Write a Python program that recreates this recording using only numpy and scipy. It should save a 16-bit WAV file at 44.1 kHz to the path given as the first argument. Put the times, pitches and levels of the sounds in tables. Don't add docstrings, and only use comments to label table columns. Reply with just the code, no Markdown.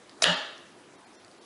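import sys
import numpy as np
from scipy import signal
from scipy.fft import rfft, irfft
from scipy.io import wavfile
from scipy.ndimage import uniform_filter1d

SR = 44100
rng = np.random.default_rng(int(sys.argv[2]) if len(sys.argv) > 2 else 0)


def invert_db(level):
    return 10 ** (np.asarray(level, dtype=float) / 20)


def unload_wav(signal):
    wavfile.write(
        sys.argv[1],
        SR,
        np.round(np.clip(np.atleast_2d(signal).T, -1, 1) * 32767).astype(np.int16),
    )


N = 63945
T = np.arange(N) / SR

# pitch_hz [Hz], level_db [dB per Hz]
AIR_SPECTRUM = [(15, -56), (25, -25), (360, -3.5), (516, -9), (739, -8.5), (1810, -15.5), (5330, -22.5),
                (10600, -28), (11500, -27.5), (15000, -69), (22000, -120)]
AIR_DB, AIR_PATCHY_DB = -53.5, 2

# start_s [s], peak_db [dB], pitch_hz [Hz]
LENS_TICKS = [(.0950, -36, 4600), (.0995, -48, 5500), (.1125, -46, 4600), (.130, -50, 4600),
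              (.180, -48, 5500), (.5795, -41, 6000), (1.2470, -40, 4600), (1.2478, -46, 7400),
              (1.2642, -49, 5500), (1.2808, -45, 5000), (1.3143, -46, 4700), (1.348, -51, 5000),
              (1.415, -48, 4900), (1.448, -48, 4800)]
TICK_T60_S, TICK_BROAD_DB = .008, -5

LEAD_END_S, LEAD_DB, LEAD_RISE_S, LEAD_HZ, LEAD_BROAD_DB = .2205, -45, .016, 1000, -3
BOOM_HZ, BOOM_DB, BOOM_CREST_S, BOOM_RISE_S = 174, -34, .305, 0.019

# start_s [s], peak_db [dB]
WIRE_SLAPS = [
    (.2227, -13.5),
    (.2254, -21.5),
    (.2322, -29),
    (.2362, -16.5),
]
# pitch_hz [Hz], level_db [dB], t60_s [s]
WIRE_NOTES = [(654, -7, 0.05), (1230, -3, 0.0082), (2446, -2, 0.023), (3240, -22, .015), (3795, -7, 0.09),
              (3836, -1, 0.048), (4980, 0, 0.015), (5120, -2.5, 0.02), (5640, 3.5, 0.012),
              (7250, -6, 0.021), (8600, -31, 0.024), (11020, -32, 0.013)]
WIRE_DAMP = 0.62
RATTLE_START_S, RATTLE_END_S, RATTLE_DB = .2222, .2415, -16
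PING_S, PING_DB, PING_HZ = .2208, -19.5, 6060

# pitch_hz [Hz], t60_s [s]
ROOM_T60 = [(120, 0.38), (300, 1), (600, 0.73), (1500, 0.76), (3000, 0.71), (5500, 0.56), (8000, 0.58),
            (11000, 0.25)]
# pitch_hz [Hz], level_db [dB]
ROOM_COLOUR = [(120, 8), (350, -6), (600, -1.5), (1100, -2), (1700, -4), (2900, -2), (4200, -5),
               (11000, -11)]
WIRE_ROOM_DB, ARM_ROOM_DB, ROOM_BUILD_S = -34, -26.5, 0.006

# start_s [s], peak_db [dB]
ARM_CLACKS = [
    (.2408, -11),
    (.2414, -15),
    (.2430, -26),
]
# pitch_hz [Hz], level_db [dB], t60_s [s]
ARM_NOTES = [(599, -7.5, 0.036), (1264, -3.5, 0.011), (1699, -0.5, .015), (2828, 4, 0.014),
             (3373, 0, 0.015), (4247, 5, 0.024), (6000, -33, 0.002), (8800, -14, .004)]
ARM_DAMP, ARM_ROOM_DAMP = 0.72, 0.51
CRACK_DB, CRACK_S = -11, .0009

# pitch_hz [Hz], level_db [dB], crest_s [s after the clack]
SLAB_NOTES = [(261.2, -17, 0.053), (539, -4, 0.02), (612, -4.5, 0.043), (838, -11.5, 0.075),
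              (924.3, -8.5, 0.059), (1205, -8, 0.022), (1490, -1.5, 0.019), (1654, -6, 0.027),
              (1744.5, -7.5, 0.06), (1924, -5.5, 0.02), (2899, 0, 0.037), (3170, -11.5, 0.063)]
BASE_DB, BASE_SHARPNESS = -29.5, 1.94

# start_s [s], full_depth_s [s], above_hz [Hz], spared_share [fraction of lines]
DROPOUTS = [
    (.355, 0, 5600, .03),
    (.973, .002, 2500, .05),
    (1.059, 0, 2500, .05),
    (1.177, .018, 2200, .06),
    (1.400, 0, 2300, .03),
]
DROP_FADE_S, SPARED_GAIN, DROP_TOP_HZ, DROP_LOW_HZ = .016, 4.2, 10400, 150

CUTTER_LOW_HZ, MIC_LOW_HZ, MIC_TOP_HZ = 130, 89, 11300
GAIN_S, GAIN_DB, GAIN_RISE_S, GAIN_SETTLE_S = 0.17, 1, 0.0017, 0.025
PEAK_CEILING = .41


def at_hz(points, hz):
    table = np.array(points)
    return np.interp(np.log(hz), np.log(table[:, 0]), table[:, 1])


def rms_one(x):
    return x / np.sqrt(np.mean(x ** 2) + 1e-20)


def high_pass(x, order, hz):
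    return signal.sosfilt(signal.butter(order, hz, "high", fs=SR, output="sos"), x)


def ring(x, hz, t60):
    r = invert_db(-60 / (t60 * SR))
    w = 2 * np.pi * hz / SR
    return signal.lfilter([0, np.sin(w)], [1, -2 * r * np.cos(w), r * r], x + 1e-18)


def bands():
    edges = 25 * 2 ** (np.arange(28) / 3)
    lead_in = 4000
    white = rng.standard_normal((2, N + lead_in))
    out = []
    for k, (low, high) in enumerate(zip(edges, edges[1:])):
        sos = signal.butter(2, [low, high], "band", fs=SR, output="sos")
        out.append((np.sqrt(low * high), signal.sosfilt(sos, white[k % 2])[lead_in:]))
    return out


def strike(hits, modes, damp):
    start_s, peak_db = np.transpose(hits)
    spread_db = rng.normal(0, 2.3, (len(start_s), len(modes)))
    out = 0
    for k, (hz, level_db, t60) in enumerate(modes):
        clicks = np.zeros(N)
        clicks[(start_s * SR).astype(int)] = invert_db(peak_db + spread_db[:, k])
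        out = out + (-1) ** k * invert_db(level_db) * ring(clicks, hz, damp * t60)
    return out


def air():
    out = 0
    for hz, band in bands():
        slow = rms_one(uniform_filter1d(rng.standard_normal(N // 100 + 1), size=25))
        drift = np.interp(np.arange(N) / 100, np.arange(len(slow)), slow)
        out = out + invert_db(at_hz(AIR_SPECTRUM, hz) + AIR_PATCHY_DB * drift) * band
    return invert_db(AIR_DB) * rms_one(out)


def ticks():
    length = 400
    out = np.zeros(N)
    noise = rng.choice([-1., 1.], (len(LENS_TICKS), length))
    fade = invert_db(-60 * np.arange(length) / SR / TICK_T60_S)
    for (start_s, peak_db, hz), grit in zip(LENS_TICKS, noise):
        i = int(start_s * SR)
        tone = ring(grit * fade, hz, .002)
        crack = .5 * fade * np.diff(grit, prepend=0)
        tick = tone / abs(tone).max() + invert_db(TICK_BROAD_DB) * crack
        out[i:i + length] += (invert_db(peak_db) * tick)[:N - i]
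    return out


def counter():
    waver = rms_one(ring(rng.standard_normal(N), BOOM_HZ, 0.19))
    note = np.sin(2 * np.pi * BOOM_HZ * T) + 0.41 * waver
    boom = invert_db(BOOM_DB) * note / np.cosh((T - BOOM_CREST_S) / BOOM_RISE_S) * (T > LEAD_END_S)
    noise = rng.standard_normal(N)
    lead = rms_one(ring(noise, LEAD_HZ, 0.0013)) + invert_db(LEAD_BROAD_DB) * noise
    growth = np.exp(np.minimum(T - LEAD_END_S, 0) / LEAD_RISE_S) * (T < LEAD_END_S + .002)
    return boom + invert_db(LEAD_DB) * lead * growth


def wire():
    touches = rng.standard_normal(N) * (rng.random(N) < .15)
    rattle = signal.lfilter([1, -.3], [1], touches * (T > RATTLE_START_S) * (T < RATTLE_END_S))
    burst = rng.standard_normal(N) * np.exp(-.5 * ((T - PING_S) / 0.00074) ** 2)
    ping = ring(burst, PING_HZ, 0.00092)
    slaps = strike(WIRE_SLAPS, WIRE_NOTES, WIRE_DAMP)
    return slaps + invert_db(RATTLE_DB) * rattle + invert_db(PING_DB) * ping / abs(ping).max()


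def room(x):
    echo = 0
    for hz, band in bands():
        echo = echo + invert_db(at_hz(ROOM_COLOUR, hz) - 60 * T / at_hz(ROOM_T60, hz)) * band
    return signal.fftconvolve(x, echo * (1 - np.exp(-T / ROOM_BUILD_S)))[:N]


def arm(damp):
    late = T - ARM_CLACKS[0][0]
    crack = invert_db(CRACK_DB) * rng.standard_normal(N) * (late > 0) * np.exp(-np.abs(late) / CRACK_S)
    return strike(ARM_CLACKS, ARM_NOTES, damp) + crack


def base():
    late = np.maximum(T - ARM_CLACKS[0][0], 0)
    out = 0
    for hz, level_db, crest_s in SLAB_NOTES:
        waver = rms_one(ring(rng.standard_normal(N), hz, 0.063))
        steady = np.sin(2 * np.pi * (hz * T + rng.random()))
        swell = (late / crest_s * np.exp(1 - late / crest_s)) ** BASE_SHARPNESS
        out = out + invert_db(level_db) * swell * (steady + 0.87 * waver)
    return invert_db(BASE_DB) * out


def starve(x):
    f = np.fft.rfftfreq(N, 1 / SR)
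    line = np.minimum(f / 21.5, 599).astype(int)
    for start_s, full_s, above_hz, share in DROPOUTS:
        depth = np.sin(np.pi / 2 * np.clip(1 - (abs(T - start_s) - full_s / 2) / DROP_FADE_S, 0, 1))
        chance = 2 * share * np.linspace(1.6, -.7, 600)
        spared = (rng.random(600) < chance)[line]
        treble = (f > above_hz) & (f < DROP_TOP_HZ)
        keep = np.where(treble, SPARED_GAIN * spared, f > DROP_LOW_HZ)
        x = (1 - depth ** 2) * x + depth * irfft(rfft(depth * x) * keep, N)
    return x


def scene():
    snap = wire()
    wet = room(invert_db(WIRE_ROOM_DB) * snap + invert_db(ARM_ROOM_DB) * arm(ARM_ROOM_DAMP))
    cutter = high_pass(snap + arm(ARM_DAMP) + wet, 3, CUTTER_LOW_HZ)
    return (cutter + base() + counter() + ticks() + air())[None]


def roll_off(x):
    return signal.sosfilt(signal.butter(12, 11940, fs=SR, output="sos"), x)


def record(dry):
    late = np.maximum(T - GAIN_S, 0)
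    gain_db = GAIN_DB * (0.5 - np.exp(-late / GAIN_RISE_S)) * np.exp(-late / GAIN_SETTLE_S)
    x = high_pass(dry, 1, MIC_LOW_HZ) * invert_db(gain_db)
    x = starve(x / (1 + (x / PEAK_CEILING) ** 4) ** .25)
    x = signal.sosfilt(signal.cheby2(20, 50, MIC_TOP_HZ, fs=SR, output="sos"), x)
    return roll_off(x)


dry = scene()
out = record(dry)
unload_wav(out)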